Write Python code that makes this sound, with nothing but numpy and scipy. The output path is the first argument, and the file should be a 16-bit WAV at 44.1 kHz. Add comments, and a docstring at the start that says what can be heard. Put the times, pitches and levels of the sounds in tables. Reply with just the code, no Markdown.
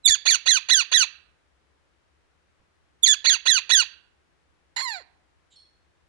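"""Caged parakeet in a courtyard

A large parakeet on a wire cage gives two runs of harsh squawks, then one lower falling call. Each run opens
with a whistle that breaks downward; each squawk is a pitch arch that starts and ends rough. The walls throw the
calls back, and they are louder in the right microphone port. Behind the bird lies an outdoor hush; twice the
microphone is softly bumped; at the end a claw plucks the cage wire."""
import sys
import numpy as np
from scipy import signal
from scipy.fft import rfft, irfft
from scipy.io import wavfile
from scipy.ndimage import uniform_filter1d, minimum_filter1d

SR = 44100
rng = np.random.default_rng(int(sys.argv[2]) if len(sys.argv) > 2 else 0)


def write(x):
    x = np.atleast_2d(x).T
    wavfile.write(sys.argv[1], SR, np.round(np.clip(x, -1, 1) * 32767).astype(np.int16))


N = 268480
HZ = np.fft.rfftfreq(N, 1 / SR)

# Spectrum of the outdoor background: frequency_hz, relative_density_db
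HUSH_SPECTRUM = [(12, -37), (20, -15.5), (32, -22), (50, -12.5), (67, -3), (84, -7.5), (97, -17.5),
                 (175, -17), (211, -22.5), (324, -17.5), (632, -22), (1660, -23), (7820, -39.5),
                 (9950, -43), (12000, -48), (15600, -73.5), (22000, -120)]
# Soft knocks: start_s, level_db, corner_hz, left_vs_right_db
KNOCKS = [(.084, -39, 66.2, -14), (2.598, -59, 300, -14)]
# Left microphone port against the right: frequency_hz, gain_db
LEFT_PORT_RESPONSE = [(300, -11.5), (700, -10), (1300, -10.5), (2000, -15.5), (2800, -18.5), (3500, -15),
                      (4600, -19.5), (5600, -18), (6500, -11.5), (7500, -4.5), (8700, -3.5), (10000, 2),
                      (11000, -11.5)]
# Near reflections off floor, cage and furniture: delay_s, gain_db
NEAR_REFLECTIONS = [(.00208, -8), (.0029, -16), (.0039, -17.5), (.0072, -22.5), (0.0098, -24.5),
                    (0.017, -32.5)]
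# Quick rattle of echoes round the cage: frequency_hz, t60_s
CAGE_DECAY = [(500, 0.047), (11000, 0.031)]
# Echoes off the courtyard walls: frequency_hz, t60_s
YARD_DECAY = [(500, 1), (2000, 0.49), (4000, 0.41), (7000, 0.23), (11000, 0.29)]
# Colour of both cage and courtyard echoes: frequency_hz, relative_db
ECHO_COLOUR = [(300, -4), (1500, 0.5), (2500, 8.5), (4000, 5), (5300, 5.5), (6500, 2.5), (11000, -7.5)]
# Resonances of a claw scraping the cage: centre_hz, width_hz, relative_db
SCRAPE_MODES = [(3124, 320, 1), (3880, 470, 5), (7260, 490, 2.5), (8330, 270, -15.5)]
# Resonances of the plucked wire: centre_hz, width_hz, relative_db
WIRE_MODES = [(3380, 67, -18), (4282, 85.5, -1), (5430, 128, -17), (7240, 300, -34), (8730, 250, -24),
              (9400, 200, -32)]
# Resonances of throat and wide-open beak: centre_hz, width_hz, relative_db
OPEN_BEAK_MODES = [(660, 130, -16.5), (1440, 1800, -11.5), (1860, 110, -9.5), (2665, 300, -2.5),
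                   (3470, 130, -3.5), (4130, 400, -1), (4544, 55, 2.5), (6056, 270, -4.5), (6545, 200, 7),
                   (8473, 190, -17), (9485, 300, -18.5), (10823, 140, -13.5)]
# Resonances of throat and half-shut beak: centre_hz, width_hz, relative_db
HALF_SHUT_MODES = [(687, 160, -6.5), (1078, 620, -8.5), (1797, 435, -2.5), (2348, 267, -13),
                   (2750, 85, -14), (3420, 110, -12.5), (4210, 280, -1), (4624, 270, -10.5),
                   (5550, 535, -19.5), (7010, 156, 2.5), (10710, 303, -15.5)]
# Whistles that open each run: start_s, length_s, pitch_hz, level_db, treble_db, lead_in_s
OPENING_WHISTLES = [(0.06, 0.014, 3633, -4.5, -6, .026), (3.035, 0.022, 3538, -4, 1.5, 0.011)]
# Held notes the whistles break into:
# start_s, length_s, pitch_hz, level_db, accent_db, break_roughness, treble_db
BREAK_NOTES = [(0.075, .091, 1788, -15, 6.5, 0.5, 2), (3.06, 0.095, 1779, -13.5, 1, .4, 0.5)]
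# Arched squawks:
# start_s, length_s, pitch_hz, arch_hz, level_db, accent_db, push_db, mid_roughness, treble_db
SQUAWKS = [(0.252, 0.12, 1972, 549.5, -16, 4, 2, 0.57, -5),
           (.456, 0.14, 1957, 307.7, -18.5, 7, 2.5, 0.28, -7.5),
           (0.684, 0.15, 1946, 266.1, -17, 5.5, 0, 0.09, -8),
           (0.914, 0.14, 1918, 244.7, -15.5, 2.5, 2, 0.29, -7.5),
           (3.241, 0.13, 1977, 453.8, -16, 4, -2, 0.5, -7.5),
           (3.453, 0.15, 1963, 239.5, -17.5, 5, 2.5, 0.22, -9),
           (3.691, 0.1483, 1951, 200, -14, 1.5, -5, 0.21, -8.5)]

# As the pressure runs out, held notes and squawks drop by this share of their pitch and fade.
END_DROP, END_FADE_S = .36, .015


def gain_of(db):
    """Decibels to gain."""
    return 10 ** (np.asarray(db) / 20)


def unit_rms(x):
    """Scales to rms 1."""
    return x / np.sqrt(np.mean(abs(x) ** 2) + 1e-20)


def steadied(x, span_s=0.021):
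    """Holds the short-time level of x at 1, keeping its fast grain."""
    window = np.hanning(int(span_s * SR))
    return x / np.sqrt(signal.convolve(x ** 2, window / window.sum(), "same", "direct") + 1e-14)


def curve_at(points, hz):
    """Reads a table on a log-frequency axis."""
    frequency, value = np.transpose(points)
    return np.interp(np.log(hz + 1), np.log(frequency + 1), value)


def add(mix, start_s, sound):
    """Adds a sound to the mix at start_s."""
    part = mix[round(start_s * SR):][:len(sound)]
    part += sound[:len(part)]


def bell(t, width_s):
    """A smooth hump: 1 at t = 0, dying away on both sides."""
    return np.exp(-(t / width_s) ** 2)


def flutter(size, rate_hz):
    """Complex random wobble of rms about 1, mostly slower than rate_hz."""
    hz = np.fft.fftfreq(SR // 2, 1 / SR)
    spectrum = rng.standard_normal(len(hz)) + 1j * rng.standard_normal(len(hz))
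    return unit_rms(np.fft.ifft(spectrum / (1 + (hz / rate_hz) ** 2)))[:size]


def minimum_phase(gain):
    """Impulse response of a passive body with the given gain per frequency."""
    log_gain = np.log(np.maximum(np.concatenate([gain, gain[-2:0:-1]]), 1e-5))
    return np.fft.ifft(np.exp(np.conj(signal.hilbert(log_gain)))).real[:len(gain) // 2]


def resonate(x, modes, bass_hz=400):
    """Rings the resonances of a beak or wire; almost nothing radiates in the bass."""
    hz = np.fft.rfftfreq(4096, 1 / SR)
    power = sum(gain_of(db) ** 2 / (1 + ((hz - centre) / (.78 * width)) ** 2) ** 2
                for centre, width, db in modes)
    gain = np.sqrt(power) * hz ** 2 / (hz ** 2 + bass_hz ** 2)
    return signal.fftconvolve(x, minimum_phase(gain))[:len(x)]


def outdoor_hush(left_db=-66.5, right_db=-68.5, common=0.18):
    """Quiet courtyard air with a low distant rumble, a little of it common to both ports."""
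    noise = rng.standard_normal((3, N))
    hush = irfft(rfft(noise[:2] + common * noise[2]) * gain_of(curve_at(HUSH_SPECTRUM, HZ)), N)
    return unit_rms(hush) * gain_of([[left_db], [right_db]])


def soft_knocks(decay_s=0.024):
    """Dull knocks, mostly in the right port: bursts of low noise that die at once."""
    out, t = np.zeros((2, N)), np.arange(SR // 6) / SR
    for start_s, level_db, corner_hz, left_db in KNOCKS:
        envelope = np.exp(-t / decay_s) * np.minimum(1, t * corner_hz)
        knock = gain_of(level_db) * 2 * flutter(len(t), corner_hz).real * envelope
        add(out[0], start_s, gain_of(left_db) * knock)
        add(out[1], start_s, knock)
    return out


def low_recording_noise(bird, noise_db=-40, left_db=-11, corner_hz=110):
    """Faint low noise that swells with each loud call."""
    swell = np.sqrt(abs(uniform_filter1d(bird ** 2, size=600)))
    spectrum = rfft(rng.standard_normal((2, N))) / np.hypot(1, HZ / corner_hz) * (HZ < 900)
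    return gain_of(noise_db) * swell * unit_rms(irfft(spectrum, N)) * gain_of([[left_db], [0]])


def echoes(x, decay, build_s, echoes_per_s=3000):
    """Scattered echoes reach each port, every band dying at its own speed."""
    taps = rng.standard_normal((2, SR)) * (rng.random((2, SR)) < echoes_per_s / SR)
    hz, t, bands = signal.stft(taps, SR, nperseg=256)
    band_db = curve_at(ECHO_COLOUR, hz)[:, None] - 60 * t / curve_at(decay, hz)[:, None]
    tail = signal.istft(bands * gain_of(band_db) * (1 - np.exp(-t / build_s)), SR, nperseg=256)[1]
    tail /= np.linalg.norm(tail, axis=1, keepdims=True)
    return signal.fftconvolve(x[None], tail, axes=1)[:, :N]


def near_spectrum(x, stretch=1):
    """Spectrum of x plus near reflections, which beat against its glides; stretch lengthens paths."""
    paths = sum(gain_of(db) * np.exp(-2j * np.pi * HZ * delay_s * stretch)
                for delay_s, db in NEAR_REFLECTIONS)
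    return rfft(x) * (1 + paths)


def at_microphone(x, left_lead_s=.00023, cage_left_db=-10, cage_right_db=-15, yard_db=-22):
    """Bird and echoes at two ports; the left is duller in the mids, more diffuse, and hears first."""
    left = near_spectrum(x, stretch=1.04) * np.exp(2j * np.pi * HZ * left_lead_s)
    near = irfft(np.array([left, near_spectrum(x)]), N)
    cage = gain_of([[cage_left_db], [cage_right_db]]) * echoes(x, CAGE_DECAY, build_s=.006)
    ports = near + cage + gain_of(yard_db) * echoes(x, YARD_DECAY, build_s=.008)
    ports[0] = irfft(rfft(ports[0]) * gain_of(curve_at(LEFT_PORT_RESPONSE, HZ)), N)
    return ports


def claw_on_wire(scrape_s=.054, scrape_db=-58.5, attack_s=.0075,
                 pluck_s=.014, pluck_db=-52, rattle_s=.068, rattle_db=-53):
    """A claw scrapes along the cage and lets go of a wire, which pings and rattles out."""
    t = np.arange(SR // 2) / SR
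    released_s = np.maximum(t - scrape_s, 0)
    grit = unit_rms(resonate(rng.standard_normal(len(t)), SCRAPE_MODES))
    scrape = grit * bell(t - scrape_s / 2, scrape_s / 2) * (1 - np.exp(-t / attack_s))
    wire = steadied(resonate(rng.standard_normal(len(t)), WIRE_MODES))
    ping = gain_of(pluck_db) * np.exp(-released_s / pluck_s)
    rattle = gain_of(rattle_db) * np.exp(-released_s / rattle_s)
    return gain_of(scrape_db) * scrape + (ping + rattle) * wire * (1 - np.exp(-released_s / attack_s))


def syrinx(hz, level_db, rough, treble_db, beak, root_db=0, odd_db=-3,
           jitter=.077, rasp_hz=380, hiss=.61, rough_scale=.69, treble_hz=5300):
    """The syrinx buzzes, wobbles and tips into chaos; the beak colours it; treble_db sets brightness."""
    size = len(hz)
    rough = np.clip(rough * rough_scale, .02, .98)
    tremble = 1 + .02 * rough * flutter(size, rate_hz=110).real
    hz = uniform_filter1d(hz, size=160, mode="nearest") * tremble
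    phase = 2 * np.pi * np.cumsum(hz * (1 + jitter * rough * flutter(size, rate_hz=200).real)) / SR
    shared_rasp, buzz = flutter(size, rasp_hz).real, 0
    for k in np.arange(1, 25):
        # uneven cycles smear the harmonics into sidebands, the lowest ones least
        rasp = (0.27 * shared_rasp + 0.58 * flutter(size, rasp_hz)) * k / (k + 0.34)
        partial = ((np.sqrt(1 - rough ** 2) + rough * rasp) * np.exp(1j * k * phase)).real
        shimmer_db = 0.84 * flutter(size, rate_hz=68).real
        weight = gain_of(odd_db * (k % 2) + root_db * (k == 1) + shimmer_db)
        buzz = buzz + partial * weight * (k * hz < SR / 3)
    voice = resonate(unit_rms(buzz) + hiss * rough ** 2 * rng.standard_normal(size), beak)
    treble = signal.sosfiltfilt(signal.butter(6, treble_hz, "high", fs=SR, output="sos"), voice)
    bright = gain_of(treble_db)
    sound = (steadied(voice - treble) + bright * steadied(treble)) / np.hypot(1, bright)
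    return gain_of(level_db) * sound * signal.windows.tukey(size, .055)


def low_call(length_s=.27, croak_s=.06, croak_hz=1000, slide_hz=1127, sag_hz_per_s=2660):
    """Beak half shut, a chaotic croak clears into a buzz that slides down to die on its fundamental."""
    t = np.arange(0, length_s, 1 / SR)
    remaining = length_s - t
    croak, ending = .5 - .5 * np.tanh((t - croak_s) / .007), bell(remaining, .0515)
    slide = (slide_hz - sag_hz_per_s * (t - croak_s)) * (1 - .5 * bell(remaining, .022))
    wander = croak_hz * (1 + .11 * flutter(len(t), rate_hz=127).real)
    hz = slide + (wander - slide) * croak
    level_db = -27 + 3 * croak - 16 * t - 24 * bell(t, .0014) - 19 * ending
    rough = .173 + .802 * croak + .194 * ending
    treble_db = -6 - 45 * t
    root_db = -5 * croak + 13 * bell(remaining, .049)
    return syrinx(hz, level_db, rough, treble_db, HALF_SHUT_MODES, root_db,
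                  odd_db=1.5, jitter=.055, rasp_hz=200, hiss=.051, rough_scale=1)


def whistle(length_s, pitch_hz, level_db, treble_db, lead_s, sag_hz_per_s=18000):
    """A clean high note swells out of nothing, sags, and chokes just before it breaks."""
    t = np.arange(-lead_s, length_s, 1 / SR)
    lead, choke = np.maximum(-t / lead_s, 0) ** 0.99, np.maximum(t / length_s, 0) ** 3
    hz = pitch_hz - sag_hz_per_s * t
    envelope_db = level_db - 61 * lead - 22.5 * choke
    rough = .071 + .28 * choke
    return syrinx(hz, envelope_db, rough, treble_db - 12 * lead, OPEN_BEAK_MODES, odd_db=1)


def held_note(length_s, pitch_hz, level_db, accent_db, break_rough, treble_db,
              break_hz=543, break_s=.015, sag_hz_per_s=1300):
    """The voice breaks roughly downward, settles on a cleaner tone and runs out."""
    t = np.arange(0, length_s, 1 / SR)
    remaining = length_s - t
    accent, ending = bell(t - .009, .0074), bell(remaining, END_FADE_S)
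    hz = pitch_hz + break_hz * bell(t, break_s) - sag_hz_per_s * t
    hz *= 1 - END_DROP * bell(remaining, .014)
    envelope_db = level_db + accent_db * accent - 20 * ending
    rough = .062 + break_rough * bell(t, .063) + .85 * bell(remaining, .0073)
    bright_db = treble_db - 6 * (accent + ending)
    return syrinx(hz, envelope_db, rough, bright_db, OPEN_BEAK_MODES, odd_db=-3.44, hiss=.35)


def arched_squawk(length_s, pitch_hz, arch_hz, level_db, accent_db, push_db, mid_rough, treble_db,
                  arch_at_s=.04, sag_hz_per_s=4300, scoop=.78, scoop_s=.015, attack_s=.0068,
                  edge_rough=1.05, bright_at_s=.079):
    """The voice scoops up from a rasp, arches, brightens as it sags and collapses into rasp."""
    t = np.arange(0, length_s, 1 / SR)
    remaining = length_s - t
    opening, arch, closing = bell(t, .018), bell(t - arch_at_s, .015), bell(remaining, .022)
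    hz = pitch_hz + arch_hz * arch - sag_hz_per_s * t
    hz *= (1 - scoop * bell(t, scoop_s)) * (1 - END_DROP * bell(remaining, .021))
    # an accent on the arch, then a last push (or dip) just before the end
    swells_db = accent_db * bell(t - arch_at_s, .04) + push_db * bell(remaining - .021, .0088)
    fades_db = -25.5 * np.exp(-t / attack_s) - 16.5 * bell(remaining, END_FADE_S)
    rough = mid_rough + (edge_rough - mid_rough) * (opening + closing)
    bright_db = treble_db + 2 * opening - 4 * arch + 11 * bell(t - bright_at_s, .024) - 3 * closing
    root_db = 5.5 * bell(t, scoop_s / 2)  # the fundamental is stronger at the foot of the scoop
    return syrinx(hz, level_db + swells_db + fades_db, rough, bright_db, OPEN_BEAK_MODES, root_db)


def scene(low_call_at_s=4.76, claw_at_s=5.502, wire_left_db=-4, wire_yard_db=-9):
    """The courtyard from the microphone: the bird, its claw on the cage, echoes and background."""
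    bird, wire = np.zeros(N), np.zeros(N)
    for start_s, *shape, lead_s in OPENING_WHISTLES:
        add(bird, start_s - lead_s, whistle(*shape, lead_s))
    for start_s, *shape in BREAK_NOTES:
        add(bird, start_s, held_note(*shape))
    for start_s, *shape in SQUAWKS:
        add(bird, start_s, arched_squawk(*shape))
    add(bird, low_call_at_s, low_call())
    add(wire, claw_at_s, claw_on_wire())
    wire_echoes = gain_of(wire_yard_db) * echoes(wire, YARD_DECAY, build_s=.0048)
    cage = gain_of([[wire_left_db], [0]]) * wire + wire_echoes
    return at_microphone(bird) + low_recording_noise(bird) + cage + soft_knocks() + outdoor_hush()


def record(dry, ceiling=0.81, cutoff_hz=11400):
    """Behind the microphone, a fast limiter holds the loudest peaks and a low-pass trims the top."""
    needed_gain = minimum_filter1d(np.minimum(1, ceiling / (abs(dry).max(0) + 1e-9)), size=161)
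    limited = dry * uniform_filter1d(uniform_filter1d(needed_gain, size=81), size=81)
    low_pass = signal.firwin(255, cutoff_hz, window=("kaiser", 9), fs=SR)
    return signal.oaconvolve(limited, low_pass[None], "same")


dry = scene()
out = record(dry)
write(out)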